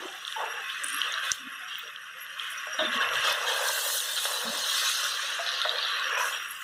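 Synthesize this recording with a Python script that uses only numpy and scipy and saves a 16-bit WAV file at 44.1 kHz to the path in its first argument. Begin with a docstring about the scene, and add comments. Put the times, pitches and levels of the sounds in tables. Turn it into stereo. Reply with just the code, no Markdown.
"""In a quiet kitchen, chunks of bacon, sausage and rib fry in a deep metal pot, heard just above its rim.
Fat simmers, crackles and spits: clicks of bursting bubbles are filtered or set ringing. Then a plastic
spoon knocks the pot (dying sine tones), scrapes it and turns the wet meat (filtered clicks), which hisses
brightly as fresh sides meet the hot base. Two microphone ports hear it from one side."""
import sys
import numpy as np
from scipy import signal
from scipy.fft import rfft, irfft, next_fast_len
from scipy.io import wavfile
from scipy.ndimage import map_coordinates

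SR = 44100
rng = np.random.default_rng(int(sys.argv[2]) if len(sys.argv) > 2 else 0)


def unload_audio(sound):
    """Save the sound as a 16-bit wav file, at the path given as the first command line argument."""
    columns = np.transpose(np.atleast_2d(sound))
    # keep every value between -1 and 1, then stretch to whole-number steps
    steps = np.round(np.clip(columns, -1, 1) * 32767)
    wavfile.write(sys.argv[1], SR, steps.astype(np.int16))


N = 292383
T = np.arange(N) / SR  # time of each sample [s]

# how slides of the meat and draughts begin and end
SLIDE_ATTACK_S, SLIDE_FADE_DB_PER_S = 0.025, 133


def amp(db):
    """Turns decibels into a gain."""
    return 10 ** (np.asarray(db) / 20)


def unit(x):
    """Scales a sound to rms 1."""
    return x / np.sqrt(np.mean(x ** 2) + 1e-20)


def read(points, hz):
    """Reads a spectrum table on a log-frequency axis."""
    f, value = np.transpose(points)
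    return np.interp(np.log(hz + 1), np.log(f + 1), value)


def add(mix, s, sound):
    """Lays a sound into the mix at time s."""
    part = mix[max(round(s * SR), 0):][:len(sound)]
    part += sound[:len(part)]


def band(x, low_hz, high_hz):
    """Keeps one band of pitches."""
    edges = [low_hz, min(high_hz, .48 * SR)]
    return signal.sosfilt(signal.butter(2, edges, "band", fs=SR, output="sos"), x)


def colour(x, points, size=4096):
    """Gives a sound the listed spectrum with a causal filter, so that clicks keep their sharp fronts."""
    log_gain = np.log(amp(read(points, abs(np.fft.fftfreq(size, 1 / SR)))))
    # the Hilbert transform finds the phase that puts the energy first
    taps = np.fft.ifft(np.exp(np.conj(signal.hilbert(log_gain)))).real
    return unit(signal.oaconvolve(x, taps[:size // 2])[:N])


def resonate(x, hz, width):
    """Passes a sound through a resonance of gain 1 that can follow a pitch curve."""
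    turn = np.exp(2j * np.pi * np.cumsum(hz * np.ones(len(x))) / SR)
    r = np.exp(-np.pi * width / SR)
    # shift the pitch down to zero, smooth, and shift it back
    smooth = signal.lfilter([1 - r], [1, -r], x / turn + 1e-18)
    return 2 * (turn * smooth).real


def wander(per_s):
    """Drifts at random with rms 1, taking new values per_s times a second."""
    knots = rng.standard_normal(N // 100)
    return unit(np.interp(T * per_s, np.arange(len(knots)), knots))


def gesture(start, length, attack_s, fade_db_per_s):
    """Makes an envelope that rises from its start and, after its length, fades at a steady rate."""
    rise = np.clip((T - start) / attack_s, 0, 1)
    return rise * amp(-fade_db_per_s * np.clip(T - start - length, 0, 1))


def together(gains):
    """Finds the level in dB of unrelated sounds heard at once."""
    return 10 * np.log10(sum(np.square(g) for g in gains) + 1e-12)


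def bursts(per_s, spread_db, clump_db, clumps_per_s, largest=4):
    """Clicks of bursting bubbles: many small, a few large, arriving in louder and softer clumps."""
    size = amp(spread_db * np.minimum(rng.exponential(1, N), largest))
    size = size * rng.choice([-1, 1], N) / np.sqrt(per_s)  # more bubbles keep an even power
    happens = rng.random(N) < per_s / SR
    return unit(size * happens * amp(clump_db * wander(clumps_per_s)))


def bubbles(pitch_hz, per_s, scatter, cycles, spread_db, count=12):
    """Families of bubbles of different sizes, each ringing around the common pitch; more cycles ring longer."""
    out = np.zeros(N)
    for place in np.linspace(-1, 1, count):
        hz = pitch_hz * 2 ** (scatter * (place + 0.155 * wander(30)))
        clicks = bursts(per_s / count, spread_db, clump_db=1, clumps_per_s=27)
        out += np.exp(-place ** 2) * resonate(clicks, hz, hz.mean() / cycles)
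    return unit(out)


def ticks(per_s, low_hz, high_hz, spread_db, clump_db, count=5):
    """Tiny bursts of several sizes; each size ticks in its own band at its own moments."""
    edges = np.linspace(low_hz, min(high_hz, .45 * SR), count + 1)
    out = np.zeros(N)
    for lo, hi in zip(edges, edges[1:]):
        clicks = bursts(per_s / 2, spread_db, clump_db, clumps_per_s=45)
        out += band(band(clicks, lo, hi), lo, hi)
    return unit(out)


def swells(rows, taper, ragged_db, sag_octaves=0):
    """Short, ragged swells of noise, each sent three times through one resonance whose pitch may sink."""
    out, size = np.zeros(N), SR // 2
    for s, length, hz, width, db in rows:
        n = int(np.clip(length * SR, 16, size))
        # only the last n samples are kept, once the resonance has built up
        sag = np.interp(np.arange(size), [size - n, size], [.5, -.5])
        pitch = hz * 2 ** (sag_octaves * sag)
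        ring = rng.standard_normal(size) * amp(ragged_db * wander(250)[:size])
        for factor in (2.0, 0.7, 0.48):
            ring = resonate(ring, pitch, factor * width)
        add(out, s, amp(db) * unit(ring[-n:] * signal.windows.tukey(n, taper)))
    return out


def shifting(x):
    """Patches of fat boil up and die down, so the colour of the sizzle keeps shifting."""
    shift_db, shift_width_hz, shift_s = 1.8, 280, .03  # strength and size of the patches
    hz, t, z = signal.stft(x, SR, nperseg=512, noverlap=384)
    place = np.meshgrid(hz / shift_width_hz, t / shift_s, indexing="ij")
    knots = rng.standard_normal([int(p.max()) + 2 for p in place])
    patches = map_coordinates(knots, place, order=3, mode="nearest")
    return signal.istft(z * unit(amp(shift_db * patches)), SR, nperseg=512, noverlap=384)[1][:N]


def frying():
    """Heat sets the steady sizzle; slides squeeze out more simmer, and flares add crackle and hiss."""
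    # steam builds under the meat, escapes in one big spit and builds again; stirring frees more:
    # (time [s], level of the simmer [dB])
    simmer_levels = [(0, -39), (.25, -40), (.4, -35), (1.31, -29), (1.335, -43), (1.53, -37), (2.05, -40.5),
                     (2.72, -32.5), (2.92, -29), (3.02, -26), (3.12, -27), (3.28, -26), (3.4, -29),
                     (3.7, -34.5), (4.05, -38.5), (4.6, -35.5), (4.8, -30.5), (5.15, -32.5), (5.42, -31),
                     (5.5, -30.5), (5.7, -33), (6.2, -25), (6.55, -37)]
    # fresh sides of the meat meet the hot base, then dry:
    # (time [s], level of the hiss [dB], brightness of the hiss [dB])
    sear_levels = [(0, -44, -11.5), (.6, -51, -3), (.9, -39.5, -10), (1.31, -47, -7.5), (1.5, -57.5, -4),
                   (2.1, -57, -15), (2.5, -46.5, -6), (2.9, -50, -10), (3.421, -34, -11.5),
                   (3.72, -28, -2.5), (3.95, -26.5, -0.5), (4.08, -31, -4.5), (4.25, -27, -4.5),
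                   (4.47, -31.5, -7.5), (4.883, -22.5, -10), (5.4, -33.5, -17.5), (5.9, -43.5, -11.5),
                   (6.63, -52, 7.5)]
    # wet meat slips and squelches, settling by itself or pushed by the spoon:
    # (start [s], length before the fade [s], level [dB])
    slide_moves = [(0, 0.026, -38.5), (0.363, 0.069, -33.5), (1.039, 0.015, -37), (1.21, 0.028, -42),
                   (2.79, 0.027, -34), (2.927, 0.19, -35), (3.13, 0.073, -41), (3.224, 0.077, -29.5),
                   (3.393, 0.29, -31), (3.76, 0.14, -38.5), (4.237, 0.11, -34), (4.413, 0.16, -34.5),
                   (5.695, 0.035, -32), (5.922, 0.023, -44), (6.106, 0.15, -34)]
    # juice runs into hot fat and flares up:
    # (start [s], length before the fade [s], crackle level [dB], hiss level [dB])
    flare_ups = [(0.258, 0.074, -31, -43), (0.682, 0.058, -29, -63), (1.024, 0.16, -28.5, -79),
                 (1.23, 0.072, -25, -38.5), (1.297, 0.05, -50, -39), (1.671, 0.16, -31, -51.5),
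                 (2.376, 0.11, -29.5, -49), (2.776, 0.084, -26.5, -45), (2.912, 0.045, -22.5, -39),
                 (2.999, 0.023, -23, -39), (3.126, 0.1, -27.5, -34.5), (3.233, 0.076, -21, -28.5),
                 (3.453, 0.084, -21.5, -33.5), (4.103, 0.11, -24, -53), (4.68, 0.12, -22.5, -30.5),
                 (5.45, 0.27, -24, -59), (5.745, 0.2, -23.5, -64), (5.888, 0.2, -30.5, -50),
                 (6.166, 0.15, -38, -36.5), (6.315, 0.048, -28, -56)]
    rest_db, stirred_db = -62.5, -45  # the juice between slides: always, and added while the spoon is in
    stir_start_s, stir_end_s = 2.77, 6.35
    squeeze_db = -6.5  # simmer squeezed out by a slide, relative to the slide
    crackle_below_db, crackle_follow = -13, 0.53  # steady crackle grows with the hiss, in dB per dB

    stir = gesture(stir_start_s, stir_end_s - stir_start_s, SLIDE_ATTACK_S, SLIDE_FADE_DB_PER_S)
    slides = [amp(rest_db), amp(stirred_db) * stir]
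    for s, length, db in slide_moves:
        slides.append(amp(db) * gesture(s, length, SLIDE_ATTACK_S, SLIDE_FADE_DB_PER_S))
    slide_db = together(slides)
    steady_simmer = amp(np.interp(T, *np.transpose(simmer_levels)))
    simmer_db = together([steady_simmer, amp(slide_db + squeeze_db)])

    times, *columns = np.transpose(sear_levels)
    hiss_db, bright_db = (np.interp(T, times, c) for c in columns)
    crackle, hiss = [amp(crackle_follow * hiss_db + crackle_below_db)], [amp(hiss_db)]
    for s, length, crackle_db, flare_db in flare_ups:
        flare = gesture(s, length, attack_s=0.011, fade_db_per_s=334)
        crackle.append(amp(crackle_db) * flare)
        hiss.append(amp(flare_db) * flare)

    # bubbles of all sizes burst in the same clumps and lulls
    flutter_db = 0.47 * wander(46)
    sizzle = simmering(simmer_db + .5 * flutter_db)
    sizzle = sizzle + crackling(together(crackle) + flutter_db)
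    sizzle = sizzle + searing(together(hiss) + flutter_db, bright_db)
    sizzle = sizzle + sliding(slide_db)
    return signal.sosfilt(signal.butter(2, 110, "high", fs=SR, output="sos"), sizzle)


def simmering(level_db):
    """Fat simmers, the largest bubbles blub in the juice, and the patter keeps the pot wall ringing."""
    # spectrum of the simmer: (frequency [Hz], relative level [dB])
    simmer_spectrum = [(150, -42.5), (400, -27), (900, -35), (1020, -22.5), (1120, -4), (1250, -4.5),
                       (1500, 0), (2000, 1), (2650, 3), (3300, -14), (4400, -87), (6000, -55), (9000, -95),
                       (16000, -53)]
    clicks = bursts(5000, spread_db=2.5, clump_db=0.3, clumps_per_s=41)
    simmer = amp(level_db + 5.0) * colour(clicks, simmer_spectrum)
    blubs = bubbles(581.0, per_s=56, scatter=0.42, cycles=89, spread_db=8.5)
    blubs = amp(.5 * level_db - 41.0) * blubs
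    return simmer + band(blubs, 486, 670) + amp(0.67 * level_db - 22.0) * ringing_wall()


def ringing_wall():
    """The pot wall rings thinly in narrow resonances; each comes and goes as the spatter moves about."""
    # rings of the wall: (pitch [Hz], width before narrowing [Hz], relative level before wavering [dB])
    wall_rings = [(1085, 15, 25), (1708, 78, 8), (2890, 210, 24), (3650, 50, 19.5), (4985, 110, 16.5),
                  (5690, 160, 23), (6420, 43, -3), (7600, 79, 7.5), (8000, 100, -12), (8300, 41, -17),
                  (10860, 100, 18), (11370, 200, 17.5), (11600, 200, 10)]
    waver_db, waver_per_s = 1.3, 22
    patter = bursts(2500, spread_db=4, clump_db=2, clumps_per_s=25)
    wall = np.zeros(N)
    for hz, width, db in wall_rings:
        ring = resonate(resonate(patter, hz, 0.86 * width), hz, 0.86 * width)
        wall += amp(db + waver_db * wander(waver_per_s)) * unit(ring)
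    return unit(wall)


def crackling(level_db):
    """Small bubbles burst around one common pitch; a few snap sharply."""
    # the size of the small bubbles sets their pitch: (time [s], centre pitch [Hz])
    bubble_pitch = [(0, 2860), (1.15, 3006), (1.4, 2760), (2.3, 2550), (2.85, 2915), (3.4, 3230),
                    (3.8, 3720), (4.8, 3980), (5.5, 3990), (5.82, 3620), (6.05, 3470), (6.6, 2720)]
    pitch = np.interp(T, *np.transpose(bubble_pitch))
    dense = bubbles(pitch, per_s=3000, scatter=0.416, cycles=28, spread_db=1.0)
    dense = amp(level_db - 5.5) * unit(band(dense, 1300, 4100))
    snaps = ticks(220, 1100, 3700, spread_db=3.5, clump_db=1, count=2)
    return dense + amp(.55 * level_db - 22.5) * snaps


def searing(sear_db, bright_db):
    """A gentle sizzle is a fine patter of ticks; a hard sear is so many that they merge into hiss."""
    # spectrum of the sear: (frequency [Hz], relative level [dB])
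    sear_spectrum = [(300, -37), (1500, -5), (2300, -10), (2700, 5), (3400, 2), (4100, 4.5), (4500, -4.5),
                     (5000, 1.5), (5450, -1), (6000, -1), (6600, -1.5), (7200, -23), (9000, -17),
                     (15300, -26)]
    ticks_per_s = 1500 + 4200 * amp(.8 * (sear_db + 32))
    clicks = bursts(ticks_per_s, spread_db=3.5, clump_db=.5, clumps_per_s=53)
    sear = amp(sear_db - 3.0) * colour(clicks, sear_spectrum)
    # the brightness lifts the fine spray, and the finer fizz even more
    spray = ticks(ticks_per_s, 5940, 10700, spread_db=6.5, clump_db=1.0, count=3)
    spray = amp(sear_db + 0.5 * bright_db - 8.5) * spray
    fizz = ticks(2.9 * ticks_per_s, 6600, 15500, spread_db=7.5, clump_db=2.0)
    fizz = amp(sear_db + bright_db) * fizz
    # the tiniest bubbles whistle briefly as they vent
    pips = bubbles(8000, per_s=300, scatter=.6, cycles=55, spread_db=4.5)
    pips = amp(.75 * sear_db - 23) * unit(band(pips, 5000, 13000))
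    return sear + spray + fizz + pips


def sliding(level_db):
    """Wet meat sticks and slips on the base: a dense run of clicks with a low, wet colour."""
    # spectrum of the slipping meat: (frequency [Hz], relative level [dB])
    slide_spectrum = [(60, -34), (200, -58), (330, -29), (410, -16), (490, -1.5), (620, -3.5), (760, -10),
                      (950, -4), (1300, -6.5), (2200, -26), (6000, -74)]
    clicks = bursts(2200, spread_db=2.5, clump_db=1, clumps_per_s=43)
    return amp(level_db) * colour(clicks, slide_spectrum)


def spits():
    """A large bubble of fat bursts: a few dying cycles and a short spatter of droplets."""
    # spits of fat: (time [s], level before filtering [dB], pitch [Hz], time for the ring to fall 60 dB [s])
    spit_events = [(.2505, -18, 3500, .005), (.279, -14, 3500, .005), (.325, -16.5, 3400, .005),
                   (.70, -14.5, 3000, .006), (.837, -14, 8000, .004), (.8435, -12.5, 9200, .006),
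                   (.8845, -19, 8400, .007), (.9025, -20, 9000, .005), (.931, -21, 9600, .005),
                   (.9455, -21, 11300, .008), (1.0165, -6, 3000, .009), (1.123, -23, 6450, .012),
                   (1.1403, -16, 3900, .009), (1.3175, 0, 6000, .0024), (1.7555, -17, 2850, .01),
                   (1.961, -21.5, 3100, .008), (2.3965, -16.5, 3200, .01), (2.9535, -14, 3000, .004),
                   (2.976, -14, 3200, .004), (3.0245, -12, 2800, .005), (3.0895, -15, 3200, .003),
                   (3.136, -15, 3400, .004), (3.1563, -9, 3000, .004), (3.311, -5, 2200, .003),
                   (3.686, -13, 5800, .006), (3.98, -13, 6000, .003), (4.003, -13, 3540, .005),
                   (4.2574, -15, 3640, .006), (4.643, -15, 3730, .006), (5.0415, -7, 4600, .002),
                   (5.4645, -12, 3400, .003), (5.49, -11, 3800, .005), (5.517, -16, 3700, .004),
                   (5.54, -15, 3700, .004), (5.6165, -6, 3700, .004), (5.6938, -10, 3700, .008),
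                   (5.785, -18, 3730, .015), (5.828, -14, 3800, .005), (5.8488, -19, 3760, .01),
                   (5.9965, -15, 4010, .004), (6.043, -16, 3080, .008)]
    droplets_db, droplets_s = -24, .0022  # level relative to the ring, and decay time
    spread = 1.9  # a spit sounds mostly within this factor of its pitch
    out, t = np.zeros(N), np.arange(SR // 20) / SR
    for s, db, hz, t60 in spit_events:
        ring = amp(-60 * t / t60) * np.sin(2 * np.pi * hz * t)
        noise = unit(band(rng.standard_normal(len(t)), .7 * hz, 2.2 * hz))
        droplets = amp(droplets_db) * np.exp(-t / droplets_s) * noise
        spit = band(ring + droplets, hz / spread, hz * spread)
        add(out, s, amp(db) * band(spit, hz / 4, hz * spread))
    return out


def knocks():
    """The spoon smacks the pot, which rings in dying sine tones that the meat soon damps."""
    # tones of the struck pot, before each knock's factors:
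    # (pitch [Hz], relative level [dB], time to fall 60 dB [s])
    pot_tones = [(480, -11, .08), (614, 0, .15), (632, -13, .45), (690, -7, .14), (800, -11, .06),
                 (920, -11, .07), (1130, -12, .1), (1244, -11, .12), (1480, -10, .1), (1776, -13, .12),
                 (3640, -5, .07)]
    # spoon knocks: (time [s], level [dB], treble tilt [dB per octave],
    # pitch factor from where the spoon lands [ratio], factor on the ring time [ratio])
    knock_events = [(2.668, -37, -8, 1, 1.3), (2.742, -41, -2, .86, 1.2), (2.789, -26, 3.5, 1.01, 1.2),
                    (2.806, -26, -1, 1.03, .8), (2.83, -35, 1, 1, 1), (3.012, -31, 5, 1, .5),
                    (3.248, -29, -3, .92, 1), (3.311, -26, 1, .9, .3), (3.86, -28, -1, .9, .4),
                    (4.253, -23, 0, .92, .3), (4.823, -35, 5, .95, .5), (5.032, -36, -6, .93, .7),
                    (5.39, -27.5, -1, 1.1, 1.1), (5.463, -36, -3, 1.1, .8), (5.649, -22, -1, 1.015, 1.15),
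                    (6.172, -32, 1, .95, .7)]
    contact_db, contact_s = 3, .0045  # dull smack at the front: level relative to the knock, decay time
    out, t = np.zeros(N), np.arange(SR // 2) / SR
    press = 1 - np.exp(-t / .0015)  # the tones build up softly
    for s, db, tilt_db, pitch, ring in knock_events:
        smack = unit(band(rng.standard_normal(len(t)), 960, 2070))
        add(out, s, amp(db + contact_db) * np.sqrt(ring) * np.exp(-t / contact_s) * smack)
        for hz, tone_db, t60 in pot_tones:
            level = amp(db + tone_db + tilt_db * np.log2(hz / 614))
            decay = np.exp(-np.log(1000) * t / (ring * t60))
            tone = np.sin(2 * np.pi * (pitch * hz * t + rng.random()))
            add(out, s, press * level * decay * tone)
    return band(band(out, 410, 9000), 410, 9000)


def scrapes():
    """The spoon scrapes along the base and wall; each scrape sinks in pitch as the spoon slows."""
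    # scrapes: (time [s], length [s], middle pitch [Hz], width before shaping [Hz], level [dB])
    scrape_events = [(2.789, 0.027, 3640, 300, -27), (2.81, 0.09, 3570, 300, -35),
                     (2.945, .12, 1100, 110, -32.5), (3.003, 0.03, 1557, 220, -22),
                     (3.25, 0.07, 1224, 200, -29.5), (3.47, 0.34, 1608, 260, -32),
                     (4.81, 0.03, 1270, 251, -30.5), (4.97, 0.035, 1440, 220, -30),
                     (5.775, 0.069, 4560, 600, -35), (5.88, 0.16, 1120, 160, -37),
                     (5.93, 0.1, 3980, 200, -36), (6.09, 0.16, 1006, 170, -32),
                     (6.11, 0.18, 1640, 450, -31.5), (6.02, 0.2, 5540, 1500, -47.5)]
    return swells(scrape_events, taper=0.097, ragged_db=-2, sag_octaves=0.094)


def squeaks():
    """Escaping steam squeaks and sputters: noise of uneven level in one resonance."""
    # squeaks: (time [s], length [s], pitch [Hz], width before shaping [Hz], level [dB])
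    squeak_events = [(.84, 0.12, 9300, 2230, -38.5), (.92, 0.097, 11260, 900, -39.5),
                     (1.305, 0.032, 7100, 1510, -41), (1.783, 0.011, 15300, 2000, -32),
                     (2.2, 0.052, 11500, 900, -43), (2.5, 0.038, 10600, 5000, -41),
                     (2.575, 0.016, 5800, 400, -38), (3.24, 0.097, 5200, 1490, -34.5),
                     (3.324, 0.0036, 11600, 3000, -27), (6.17, 0.11, 6050, 1475, -40),
                     (6.484, 0.039, 11200, 1320, -37.5)]
    return swells(squeak_events, taper=0.17, ragged_db=5)


def booms():
    """Rubbing makes the pot boom, with the judder of sticking and slipping; each boom sinks in pitch."""
    # hollow booms and rubs:
    # (time [s], length [s], middle pitch [Hz], width before shaping [Hz], level before judder [dB])
    boom_events = [(0, 0.065, 357, 130, -47.5), (0, 0.2, 757, 150, -51.5), (.355, 0.1, 877, 87, -36.5),
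                   (.39, 0.1, 720, 296, -45), (.42, 0.2, 460, 129, -50), (.5, .14, 810, 250, -49.5),
                   (1.6, 0.1, 726, 90, -61), (1.83, 0.058, 475, 70, -59), (.83, 0.19, 275, 111, -57),
                   (1.39, 0.096, 262, 35, -53), (2.785, 0.075, 290, 228, -42), (2.8, 0.2, 227, 85, -46.5),
                   (3.06, 0.15, 126, 69.6, -58), (4.45, 0.061, 232, 45, -43.5), (4.43, 0.16, 270, 130, -58)]
    judder_db, judder_per_s = 3, 170
    judder = unit(amp(judder_db * wander(judder_per_s)))
    return judder * swells(boom_events, taper=0.2, ragged_db=-2.0, sag_octaves=0.024)


def thumps():
    """Dull thumps sound now and then: one brief, low push each."""
    # dull thumps: (time [s], level before filtering [dB], decay time [s])
    thump_events = [(1.3176, -34, .0009), (3.10, -50, .003), (3.311, -44, .001), (4.56, -58, .002)]
    out, t = np.zeros(N), np.arange(SR // 10) / SR
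    for s, db, decay_s in thump_events:
        add(out, s, amp(db) * np.exp(-t / decay_s))
    return band(out, 35, 600)


def mist():
    """Countless tiny bubbles all over the base: an airy fizz that never stops and differs at each port."""
    # spectrum of the finest fizz: (frequency [Hz], relative level [dB])
    mist_spectrum = [(3000, -17), (4500, -22), (5400, 4), (5750, 10), (6100, 2), (6500, 5), (7200, -3),
                     (8500, 3.5), (10500, -4), (11400, 2), (12300, -6), (15500, -6)]
    heard = []
    for _ in range(2):
        fizz = ticks(9000, 3000, 17000, spread_db=3.5, clump_db=2, count=9)
        heard.append(shifting(colour(fizz, mist_spectrum)))
    return amp(-60) * np.array(heard)


def draughts():
    """Air stirred by the moving arm rumbles faintly, unrelated at each port."""
    # draughts: (start [s], length before the fade [s], level [dB])
    draught_events = [(0, .25, -84), (1.5, 1.5, -83), (3.08, 0.18, -64), (4.48, 0.15, -65),
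                      (5.65, .9, -71.5)]
    level = np.zeros(N)
    for s, length, db in draught_events:
        level += amp(db) * gesture(s, length, SLIDE_ATTACK_S, SLIDE_FADE_DB_PER_S)
    return level * unit(band(rng.standard_normal((2, N)), 25, 180))


def kitchen():
    """Quiet room noise, different at each port, and a faint appliance hum with a wandering phase."""
    # spectrum of the room noise: (frequency [Hz], relative level [dB])
    room_spectrum = [(20, -36), (70, -39), (115, 26), (150, 21), (220, 26.5), (320, 12), (600, -2),
                     (2000, -24), (16000, -19)]
    room_db, hum_db = -74.5, -77.5
    air = np.array([colour(rng.standard_normal(N), room_spectrum) for _ in range(2)])
    hum = np.sin(2 * np.pi * 146 * T + .3 * wander(3))
    return amp(room_db) * air + amp(hum_db) * hum


def echoes(x, t60, gap_s, count=9000, order=3):
    """Dense dying reflections, different at each port and for each place in the pot where a sound starts."""
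    t = np.arange(count) / SR
    decay = np.exp(-np.log(1000) * t / t60) * (t > gap_s)
    taps = rng.standard_normal((order, 2, count)) * decay
    taps /= np.linalg.norm(taps, axis=2, keepdims=True)
    # the sound drifts between the places at an even total power
    places = np.array([wander(20) for _ in range(order)])
    places /= np.linalg.norm(places, axis=0)
    return signal.oaconvolve((places * x)[:, None], taps, axes=2).sum(0)[:, :N]


def ports(x):
    """The far, left port hears the treble late; the bass is nearly in step."""
    # phase between the ports: (frequency [Hz], lead of the left port [radians])
    port_phase = [(0, 0), (430, 1.2), (1640, -0.9), (2070, -2.6), (2580, -3.6), (3270, -6.0), (3790, -6.8),
                  (4820, -9.6), (5430, -11.6), (5940, -12.1), (7840, -17.1), (8440, -18.3), (14600, -33.4),
                  (15800, -35.6)]
    size = next_fast_len(N + 1000)
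    turn = np.interp(np.fft.rfftfreq(size, 1 / SR), *np.transpose(port_phase))
    left = irfft(rfft(x, size) * np.exp(1j * turn), size)[:N]
    return np.array([left, x])


def scene():
    """Everything sounds inside the pot, then in the kitchen."""
    sizzle = frying() + squeaks() + scrapes()
    # a narrow dip at 2320 Hz makes the sizzle hollow
    sizzle = sizzle - .58 * resonate(sizzle, 2320, width=220)
    sizzle = shifting(sizzle)
    hollow = knocks() + thumps() + booms()
    pops = spits()
    direct = ports(amp(-4.0) * sizzle + hollow + pops)
    # treble bounces around the deep pot more than bass does
    into_pot = 0.55 * sizzle + 1.56 * band(sizzle, 3540, 10000) + .5 * pops + 1.1 * hollow
    in_pot = echoes(into_pot, t60=0.039, gap_s=.001)
    in_room = echoes(sizzle + .5 * pops + 3.6 * hollow, t60=0.45, gap_s=0.0053)
    return direct + amp(-9.0) * in_pot + amp(-20.5) * in_room + mist() + draughts() + kitchen()


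def record(dry):
    """The recorder's body changes the balance of the ports, mostly shading the left treble; then a treble limit."""
    # balance of the ports: (frequency [Hz], left minus right [dB])
    port_balance = [(100, 0.5), (300, 2.5), (550, -2), (1100, 0), (1600, 4), (2300, -2), (2800, -5),
                    (3600, -2), (5000, -5), (6000, -7), (8000, -5.5), (11000, -11), (14000, -13)]
    edge_hz = 15600
    size = next_fast_len(N + 2000)
    tilt = amp(read(port_balance, np.fft.rfftfreq(size, 1 / SR)))
    # the square root keeps the power of the two ports together unchanged
    shade = np.array([tilt, np.ones_like(tilt)]) * np.sqrt(2 / (1 + tilt ** 2))
    heard = irfft(rfft(dry, size) * shade, size)[:, :N]
    low_pass = signal.firwin(511, edge_hz, window=("kaiser", 9), fs=SR)
    return signal.oaconvolve(heard, low_pass[None], "same")


dry = scene()
out = record(dry)
unload_audio(out)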